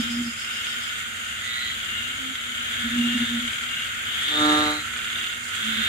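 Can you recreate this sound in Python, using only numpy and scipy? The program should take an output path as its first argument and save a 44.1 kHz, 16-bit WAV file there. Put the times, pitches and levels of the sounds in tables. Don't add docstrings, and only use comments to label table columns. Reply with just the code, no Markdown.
import sys
import numpy as np
from scipy import signal
from scipy.fft import rfft, irfft
from scipy.io import wavfile

SR = 44100
rng = np.random.default_rng(int(sys.argv[2]) if len(sys.argv) > 2 else 0)


def transcribe(signal):
    frames = np.atleast_2d(signal).T
    limited = np.clip(frames, -1, 1)
    pcm = np.round(limited * 32767).astype(np.int16)
    wavfile.write(sys.argv[1], SR, pcm)


N = 259308
TIME = np.arange(N) / SR


def from_db(db):
    return 10 ** (np.asarray(db) / 20)


def rms_one(x):
    return x / np.sqrt(np.mean(x ** 2) + 1e-20)


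def in_time(rows):
    s, *columns = np.transpose(rows)
    return [np.interp(TIME, s, c) for c in columns]


def at_hz(points):
    hz, value = np.transpose(points)
    return np.interp(np.log(np.fft.rfftfreq(N, 1 / SR) + 1), np.log(hz), value)


def coloured(x, spectrum):
    return rms_one(irfft(rfft(x) * from_db(at_hz(spectrum)), N))


def stereo_noise():
    return rng.standard_normal((2, N))


def panned(db):
    return from_db(np.array([[.5], [-.5]]) * db)


def drift(rate):
    knots = rng.standard_normal(int(2 * rate * N / SR) + 2)
    return rms_one(np.interp(TIME * 2 * rate, np.arange(len(knots)), knots))


# (frequency [Hz], left-right correlation [-1 to 1])
MICROPHONE_LIKENESS = [(30, 0.53), (100, 0.76), (240, 0.73), (600, 0.21), (1300, -0.86), (2200, 0.17),
                       (3300, -0.034), (16000, 0.0053)]


def diffuse(pair):
    mid, side = rfft(pair)
    alike = np.clip(at_hz(MICROPHONE_LIKENESS), -1, 1)
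    return irfft(np.sqrt(1 + alike) * mid + np.sqrt(1 - alike) * side * [[1], [-1]], N)


def resonate(x, hz, width_hz):
    turn = np.exp(2j * np.pi * np.cumsum(hz * np.ones(x.shape[-1])) / SR)
    r = np.exp(-np.pi * width_hz / SR)
    smoothed = signal.lfilter([(1 - r) ** 2], [1, -2 * r, r * r], x / turn + 1e-18)
    return np.real(turn * smoothed)


def pulses(per_s, jitter, uneven_db, first_s=None):
    cycles = np.cumsum(per_s * (1 + jitter * drift(15))) / SR
    cycles = cycles + (rng.random() if first_s is None else -np.interp(first_s, TIME, cycles))
    at = np.flatnonzero(np.diff(np.floor(cycles)))
    clicks = np.zeros(N)
    clicks[at] = from_db(uneven_db * rng.standard_normal(len(at)))
    return clicks


def bursts(clicks, t60):
    decay = signal.lfilter([1], [1, -from_db(-60 / (t60 * SR))], clicks + 1e-18)
    return decay * rng.standard_normal((2, len(clicks)))


def swell(start, end, fullness, lateness=1):
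    progress = np.clip((TIME - start) / (end - start), 0, 1)
    return np.sin(np.pi * progress ** lateness).clip(0) ** fullness


def foliage(x, t60, wet_db):
    t = np.arange(SR // 4) / SR
    scatter = rng.standard_normal((2, len(t))) * from_db(-60 * t / t60)
    scatter *= from_db(wet_db) / np.sqrt(np.sum(scatter ** 2, axis=1, keepdims=True))
    scatter[:, 0] += 1
    return signal.oaconvolve(np.atleast_2d(x), scatter, axes=1)[:, :N] / np.hypot(1, from_db(wet_db))


# (time [s], throat level [dB], vocal sac level [dB])
CROWD_EFFORT = [(0.0, -36.5, -33), (0.34, -38, -42.5), (0.65, -36, -35.5), (1.11, -37.5, -41),
                (1.46, -35.5, -39), (1.67, -36, -36), (2.41, -38.5, -39.5), (2.78, -35, -34.5),
                (2.88, -33, -39), (3.06, -35, -32.5), (3.98, -35.5, -40), (4.14, -34.5, -32.5),
                (4.57, -31.5, -33.5), (4.77, -35, -40), (5.24, -36, -34.5), (5.44, -39, -43.5),
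                (5.55, -34.5, -35.5), (5.88, -32.5, -31.5)]
# (time [s], left-right difference [dB])
CROWD_DIRECTION = [(0.0, -2.5), (3.78, 0), (5.5, -4.5)]
# (frequency [Hz], relative level [dB])
CROWD_THROAT = [(900, -54), (1100, -18.5), (1230, -4), (1370, 4), (1600, 0), (2050, -4), (2170, 0.5),
                (2330, -4), (2800, -7), (3300, -29)]
CROWD_SAC = [(2200, -22.5), (2650, -13), (2950, -3.5), (3250, 1.5), (3480, -2), (3700, -8), (3950, -14),
             (4400, -24.5), (5500, -34)]
CROWD_THROAT_GAIN_DB, CROWD_SAC_GAIN_DB = 2, 2.5


def frog_crowd(count=10):
    throat_db, sac_db = in_time(CROWD_EFFORT)
    clicks = 0
    for slowest, fastest in [(33, 39), (100, 130)] * (count // 2):
        train = pulses(rng.uniform(slowest, fastest), .01, 2.5)
        clicks = clicks + train * from_db(3.1 * drift(2.02))
    wash = diffuse(foliage(clicks - clicks.mean(), t60=0.15, wet_db=11.5))
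    wash = rms_one(wash) + from_db(-1.5) * stereo_noise()
    throats = from_db(CROWD_THROAT_GAIN_DB + throat_db) * coloured(wash, CROWD_THROAT) * panned(-1.35)
    sacs = from_db(CROWD_SAC_GAIN_DB + sac_db) * coloured(wash, CROWD_SAC) * panned(5.3)
    return panned(in_time(CROWD_DIRECTION)[0]) * (throats + sacs)


# (first click [s], end [s], click rate at the start [1/s],
# relative level [dB], left-right difference [dB])
KNOCK_CALLS = [(4.8545, 5.388, 37.2, -23.5, -2), (5.493, 5.7, 37, -28, -1)]
# (frequency [Hz], width [Hz], level at the start [dB],
# level gained as the sac fills [dB/s])
KNOCK_RESONANCES = [(1470, 190, -2.5, -19), (1690, 330, -2.5, -9), (2150, 330, -17, -8),
                    (2830, 360, -5, 14), (3440, 460, -4.5, 20.5), (7200, 2100, -18, 0)]
KNOCK_SLOWING_PER_S2 = 5.2


def knocking_frog():
    out = np.zeros((2, N))
    for start, end, per_s, db, pan_db in KNOCK_CALLS:
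        on = (TIME > start - .5 / per_s) & (TIME < end)
        t = TIME[on] - start
        clicks = pulses(per_s - KNOCK_SLOWING_PER_S2 * (TIME - start), .002, 1.2, start)[on]
        clicks = clicks * swell(start - 2 / per_s, end, 0.45)[on] * from_db(db) * panned(pan_db)
        for hz, width_hz, level_db, gain_db_per_s in KNOCK_RESONANCES:
            unit_peak = np.e * SR / (np.pi * width_hz)
            struck = clicks * from_db(level_db + gain_db_per_s * t)
            out[:, on] += unit_peak * resonate(struck, hz, width_hz)
    return foliage(out, t60=.07, wet_db=-2)


# (first pulse [s], end [s], pulse rate [1/s], sac resonance at mid-call [Hz],
# relative level [dB], left-right difference [dB])
RATTLE_CALLS = [(.01, 0.158, 42, 3160, -43, 6), (.304, .63, 35.2, 2920, -39.5, 2),
                (.613, 1.099, 35, 3300, -40, 3), (1.595, 2.051, 34, 3280, -38.5, 4),
                (2.049, 2.517, 35.95, 3340, -39.5, 1), (2.526, 2.93, 37.3, 3280, -38.5, 5),
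                (3.347, 3.919, 38, 3260, -34, 1.5)]
RATTLE_CLIMB_HZ_PER_S = 350


def rattling_frogs():
    puffs, sacs = np.zeros((2, 2, N))
    for start, end, per_s, hz, db, pan_db in RATTLE_CALLS:
        on = (TIME > start - .5 / per_s) & (TIME < end)
        drive = bursts(pulses(per_s, 0.004, .7, start)[on], t60=0.015)
        gain = swell(start - 1 / per_s, end, 0.3)[on] * from_db(db) * panned(pan_db)
        sac_hz = hz + RATTLE_CLIMB_HZ_PER_S * (TIME[on] - (start + end) / 2)
        puffs[:, on] += gain * rms_one(drive)
        sacs[:, on] += gain * rms_one(resonate(drive, sac_hz, 660))
    throat_colour = [(900, -33), (1150, -10), (1400, 7.5), (1800, -3.0), (2100, 6.0), (2500, 1.5),
                     (3700, -5.5), (4300, -39), (5600, -30), (8000, -24), (14000, -28)]
    throats = np.std(puffs) * coloured(puffs, throat_colour)
    return foliage(from_db(-1) * sacs + from_db(-3) * throats, t60=0.11, wet_db=0)


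# (start [s], end [s], first sac resonance [Hz], last sac resonance [Hz],
# relative level [dB], first pulse rate [1/s], last pulse rate [1/s], throat resonance at mid-call [Hz],
# throat level against the sac [dB], lateness of the top [exponent], left-right difference [dB])
BUZZ_CALLS = [(1.371, 1.769, 3460, 3970, -33.5, 127.5, 114.4, 1990, 0, 1, -3),
              (2.551, 3.082, 3050, 3560, -34.5, 140.2, 126.3, 1720, -3, 1.3, 2),
              (3.03, 3.413, 3300, 3610, -33, 129.6, 120.3, 1764, -3, 1.03, 0.5),
              (3.97, 4.27, 3000, 3330, -35, 131.3, 118.7, 1590, -9, 2.5, 1),
              (4.129, 4.601, 3160, 3760, -25, 143.4, 112.2, 1805, -9, 1.14, 2.5),
              (4.42, 4.85, 3470, 3940, -27, 123, 114.5, 1880, -10, 0.6, 1.5),
              (5.47, 6.101, 3240, 3680, -29.5, 124, 131.8, 1646, -6.5, 1.2, 1.5)]
BUZZ_SAG_HZ_PER_S = 130
BUZZ_SAC_WIDTH_HZ, BUZZ_THROAT_WIDTH_HZ = 410, 215
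BUZZ_FULLNESS, BUZZ_HOARSE_DB = 0.87, -6


def buzzing_frogs():
    out = np.zeros((2, N))
    quarter_cycle_apart = np.array([[1], [1j]])
    for (start, end, first_hz, last_hz, db, first_per_s, last_per_s,
         throat_hz, throat_db, lateness, pan_db) in BUZZ_CALLS:
        on = (TIME > start) & (TIME < end)
        t = TIME[on] - start
        sac_hz = first_hz + (last_hz - first_hz) * np.sin(np.pi / 2 * t / (end - start))
        sinking_hz = throat_hz - BUZZ_SAG_HZ_PER_S * (t - (end - start) / 2)
        clicks = pulses(np.interp(TIME, [start, end], [first_per_s, last_per_s]), .012, .7)[on]
        hoarse = rms_one(bursts(clicks, t60=0.04))
        drive = rms_one(clicks) * quarter_cycle_apart + from_db(BUZZ_HOARSE_DB) * hoarse
        sac = rms_one(resonate(drive, sac_hz, BUZZ_SAC_WIDTH_HZ))
        throat = rms_one(resonate(drive, sinking_hz, BUZZ_THROAT_WIDTH_HZ))
        voice = sac + from_db(throat_db) * throat
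        out[:, on] += voice * swell(start, end, BUZZ_FULLNESS, lateness)[on] * from_db(db) * panned(pan_db)
    low_cut = signal.butter(6, 1250, "high", fs=SR, output="sos")
    return foliage(signal.sosfilt(low_cut, out), t60=.07, wet_db=-6)


# (first puff [s], end [s], puff rate [1/s], relative level [dB],
# left-right difference [dB])
TRILL_CALLS = [(0.409, 0.782, 32, -38.5, 6.5), (1.135, 1.46, 41, -40, 6), (1.858, 2.176, 42, -34.5, 4.5),
               (2.924, 3.27, 36.65, -30.5, 3.5), (3.647, 3.927, 37.6, -36, 4),
               (4.458, 4.73, 37.05, -40.5, 5), (5.12, 5.42, 46, -40, 0)]
TRILL_HZ, TRILL_RISE_S, TRILL_HALO_DB = 2822, .007, -3.5


def trills():
    phase = 2 * np.pi * np.cumsum(TRILL_HZ + 10 * drift(20)) / SR
    whistle = np.sqrt(2) * np.sin(phase + np.array([[np.pi / 2], [0]]))
    halo = rms_one(resonate(stereo_noise(), TRILL_HZ, 300))
    whistle = whistle + from_db(TRILL_HALO_DB) * halo
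    gain = 0
    for start, end, per_s, db, pan_db in TRILL_CALLS:
        age = (TIME - start) % (1 / per_s) / TRILL_RISE_S
        puffs = rms_one(age * np.exp(-age))
        gain = gain + puffs * swell(start - 1 / per_s, end, 1.04) * from_db(db) * panned(pan_db)
    return foliage(gain * whistle, t60=.06, wet_db=-8)


# (time [s], main tone level [dB], overtone level [dB])
MOO_EFFORT = [(4.24, -63, -51), (4.272, -50, -57), (4.32, -42, -41.5), (4.416, -24.5, -31.5),
              (4.462, -22, -30.5), (4.542, -23.5, -29.5), (4.694, -30.5, -33.5), (4.785, -39, -43.5),
              (4.83, -55, -55), (4.844, -53, -71), (4.9, -71, -63)]
# (harmonic [number], relative level [dB], left-right difference [dB],
# phase by which the left microphone leads [rad])
MOO_HARMONICS = [(2, 0, 0.5, 0.22), (3, -7, -1, 0.44), (4, -5.5, -6.5, 0.5), (5, -4, 5.5, 0.5),
                 (6, -8.5, -11.5, 0.92), (7, -12, 14, 2), (8, -1, -11, 1.3), (9, 2, -9, 2.4),
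                 (10, -16, 9, 2.8), (11, -1.5, -5, 3.3), (12, -12, 9, 1.5)]
MOO_HZ, MOO_EDGE_S = 150.4, 0.059
MOO_SPREAD_RAD, MOO_WAVER_DB = .45, 1.7
MOO_NARROWING_DB = 0.04


def mooing_frog():
    from_either_end = np.minimum(TIME - MOO_EFFORT[0][0], MOO_EFFORT[-1][0] - TIME)
    edge = from_either_end.clip(0, MOO_EDGE_S) / MOO_EDGE_S
    main_db, overtones_db = in_time(MOO_EFFORT)
    main, overtones = edge * from_db(main_db), edge * from_db(overtones_db)
    slack_db = overtones_db.max() - overtones_db
    phase = 2 * np.pi * np.cumsum(MOO_HZ * (1 + 0.0014 * drift(18))) / SR
    voice = 0
    for k, db, pan_db, lead in MOO_HARMONICS:
        harmonic = round(k)
        level = main
        if harmonic > 2:
            level = overtones * from_db(MOO_WAVER_DB * drift(22) - MOO_NARROWING_DB * k * slack_db)
        offset = MOO_SPREAD_RAD * rng.standard_normal() + lead * np.array([[.5], [-.5]])
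        voice = voice + from_db(db) * level * panned(pan_db) * np.cos(harmonic * phase + offset)
    gate = (1 + np.cos(phase)) ** 2
    rasp = coloured(stereo_noise() * gate, [
        (1000, -11), (1500, 2), (1800, -2), (2400, -7), (4500, -29), (5600, -14.5), (8500, -23),
        (11000, -33), (16000, -32)])
    flutter = coloured(diffuse(stereo_noise()), [
        (30, -13), (110, -0.5), (350, -3), (650, -8), (1000, -12), (2000, -33)])
    return np.sqrt(2) * voice + overtones * (from_db(-4.5) * rasp + from_db(-8) * flutter)


# (start [s], end [s], pitch at the middle before waver [Hz],
# level before waver [dB], left-right difference [dB])
HOOT_NOTES = [(-.04, 0.024, 243, -25, -3), (0.018, 0.11, 232, -34.5, 5), (0.066, 0.325, 239.5, -27, -1.5),
              (2.04, 2.26, 267, -54, -3), (2.175, 2.354, 263.8, -42.5, -10), (2.328, 2.82, 246.3, -52, -1),
              (2.767, 2.867, 238, -41, -3), (2.834, 2.908, 238, -30, -3), (2.884, 3.16, 239, -24, -2),
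              (3.144, 3.191, 235, -25, -2.5), (3.19, 3.259, 236, -24, 1.5), (3.264, 3.422, 241, -28, -2),
              (3.39, 3.496, 241, -33.5, -3), (5.608, 5.807, 224.6, -36, -5),
              (5.76, 5.837, 225, -34.5, -7.5)]
HOOT_FULLNESS, HOOT_WAVER_HZ, HOOT_WAVER_DB = 0.79, 2.27, 2
HOOT_DROOP_HZ = 6


def hooting_frogs():
    notes = 0
    waver = HOOT_WAVER_HZ * drift(12)
    for start, end, hz, db, pan_db in HOOT_NOTES:
        droop = HOOT_DROOP_HZ * (1 - swell(start, end, 0.99))
        tone = np.sqrt(2) * np.sin(2 * np.pi * np.cumsum(hz + waver - droop) / SR)
        notes = notes + tone * swell(start, end, HOOT_FULLNESS) * from_db(db) * panned(pan_db)
    hoarse = coloured(rng.standard_normal(N), [(20, 8), (100, 5.5), (300, -23), (600, -28), (1500, -46)])
    unsteady = from_db(HOOT_WAVER_DB * drift(16)) + from_db(-19.0) * hoarse
    farthest = rms_one(resonate(diffuse(stereo_noise()), 239.7, 10.2))
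    return notes * unsteady + from_db(-55.0) * farthest


# (time [s], pitch before waver [Hz], level before waver [dB])
FAR_GROUP_NOTE = [(0, 2080, -47), (1.2, 2120, -54.5), (2.4, 2130, -46), (3.1, 2150, -42.5),
                  (4.4, 2156, -45.5), (5.88, 2070, -45)]
PEEP_DB, PEEP_S, PEEP_WIDTH_HZ = -44.5, .32, 130
PEEP_GLIDE_HZ_PER_S = 360


def far_frogs(count=30):
    hz, db = in_time(FAR_GROUP_NOTE)
    group = rms_one(resonate(stereo_noise(), hz + 25 * drift(4), 170))
    out = from_db(db + 2 * drift(6)) * group
    t = np.arange(int(PEEP_S * SR)) / SR
    for when, pitch, glide, side, rate in rng.random((count, 5)):
        peep_hz = 1350 * (3500 / 1350) ** pitch + PEEP_GLIDE_HZ_PER_S * (2 * glide - 1) * t
        clicks = np.diff(np.floor((33 + 7 * rate) * t), prepend=0)
        turned = clicks * np.exp(2j * np.pi * side * np.array([[0], [1]]))
        peep = rms_one(resonate(turned, peep_hz, PEEP_WIDTH_HZ))
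        at = int(when * (N - len(t)))
        arch = np.sin(np.pi * t / PEEP_S)
        out[:, at:at + len(t)] += from_db(PEEP_DB) * arch * peep * panned(6 * (2 * side - 1))
    return out


# (mean chirp rate [1/s], first chirp before wandering [s], top pitch [Hz], bottom pitch [Hz],
# level [dB])
CRICKET_VOICES = [(8.9, 0.02, 7770, 6450, -48.5), (7.7, 0.056, 7110, 6820, -48),
                  (12, 0.016, 14000, 6650, -60)]
CRICKET_UNSTEADINESS = .2


def crickets():
    out = 0
    for per_s, first_s, top_hz, bottom_hz, db in CRICKET_VOICES:
        stroke = ((TIME - first_s) * per_s + CRICKET_UNSTEADINESS * drift(3)) % 1
        chirp = resonate(stereo_noise(), top_hz + (bottom_hz - top_hz) * stroke, 350)
        out = out + from_db(db) * rms_one(chirp * np.sin(np.pi * stroke) ** 0.26)
    return out


# (time [s], level [dB])
CHOIR_LEVEL = [(0.0, -41.5), (0.26, -42.5), (2.46, -44.5), (3.01, -41.5), (4.08, -44.5), (4.49, -37.5),
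               (4.85, -43.5), (5.88, -41.5)]
# (frequency [Hz], relative level [dB])
CHOIR_SPECTRUM = [(3000, -11.5), (4200, -4), (5000, -5.5), (5750, -12.5), (6200, -2), (6950, 1), (7500, -1),
                  (8000, -4), (8600, -1.5), (9300, -10), (10500, -10.5), (12500, -22), (15500, -32)]
CHOIR_GAIN_DB = 1


def insect_choir():
    flicker_db = 1.47 * drift(40) + 0.12 * drift(5.9)
    level = from_db(CHOIR_GAIN_DB + in_time(CHOIR_LEVEL)[0] + flicker_db)
    return coloured(stereo_noise(), CHOIR_SPECTRUM) * level


def katydid():
    wing = foliage(pulses(174.5, .0015, 1.0), t60=.02, wet_db=8)
    colour = [(8000, -50), (9400, -10), (10000, 7), (10600, 0), (11300, 7), (11800, -21),
              (12500, -7), (13800, -13), (15000, -25)]
    return from_db(-56.5) * coloured(wing, colour)


CHIRP_FIRST_S, CHIRP_EVERY_S, CHIRP_LENGTH_S = 0.0, 0.141, 0.17
CHIRP_DB, CHIRP_FADE_DB = -39, 0.8


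def bush_cricket(count=7):
    gain = 0
    for k in range(count):
        peak = CHIRP_FIRST_S + CHIRP_EVERY_S * k
        arch = swell(peak - CHIRP_LENGTH_S / 2, peak + CHIRP_LENGTH_S / 2, 1.3)
        gain = gain + from_db(CHIRP_DB - CHIRP_FADE_DB * k) * arch
    colour = [(4000, -25), (4750, -4), (5000, -2), (5200, -5), (5400, -2), (5750, -24), (6500, -43)]
    return gain * coloured(stereo_noise(), colour)


# (time [s], level before filtering and scatter [dB], ring frequency [Hz])
TICKS = [(0.6691, -15.5, 3200), (0.893, -20, 3290), (1.53, -21, 1840), (1.677, -18, 3300),
         (1.7017, -21, 2030), (2.3552, -16.5, 3200), (2.825, -27, 3300), (4.2847, -14, 3460),
         (5.7736, -19, 3280)]


def ticks():
    out, t = np.zeros(N), np.arange(SR // 20) / SR
    band = signal.butter(2, [1200, 4500], "band", fs=SR, output="sos")
    for s, db, hz in TICKS:
        ring = np.sin(2 * np.pi * hz * t)
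        tick = ring + 0.4 * signal.sosfilt(band, rng.standard_normal(len(t)))
        out[int(s * SR):][:len(t)] += from_db(db) * tick * from_db(-60 * t / 0.008)
    return foliage(signal.sosfilt(band, out), t60=.05, wet_db=-8)


# (time [s], level [dB])
RUMBLE_LEVEL = [(0.0, -47.5), (0.46, -53.5), (2.26, -49.5), (2.52, -52.5), (2.85, -47), (4.32, -51.5),
                (4.44, -48.5), (5.6, -52.5), (5.88, -45)]
# (frequency [Hz], relative level [dB])
AIR_SPECTRUM = [(15, -52), (25, -43), (40, -10.5), (86, 0.5), (183, -13.5), (227, -3), (245, -10),
                (273, -11), (309, -25.5), (477, -18.5), (781, -18), (857, -24.5), (1000, -24.5),
                (1300, -15), (2200, -70)]
AIR_GAIN_DB = 2.5


def night_air():
    rumble = coloured(diffuse(stereo_noise()), AIR_SPECTRUM)
    return from_db(AIR_GAIN_DB + in_time(RUMBLE_LEVEL)[0]) * rumble


def scene():
    small_frogs = frog_crowd() + knocking_frog() + rattling_frogs() + buzzing_frogs() + trills()
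    large_frogs = mooing_frog() + hooting_frogs()
    insects = crickets() + insect_choir() + katydid() + bush_cricket()
    return small_frogs + large_frogs + far_frogs() + insects + ticks() + night_air()


def record(dry):
    top_cut = signal.ellip(12, .1, 80, 15620, fs=SR, output="sos")
    return signal.sosfilt(top_cut, dry)


dry = scene()
out = record(dry)
transcribe(out)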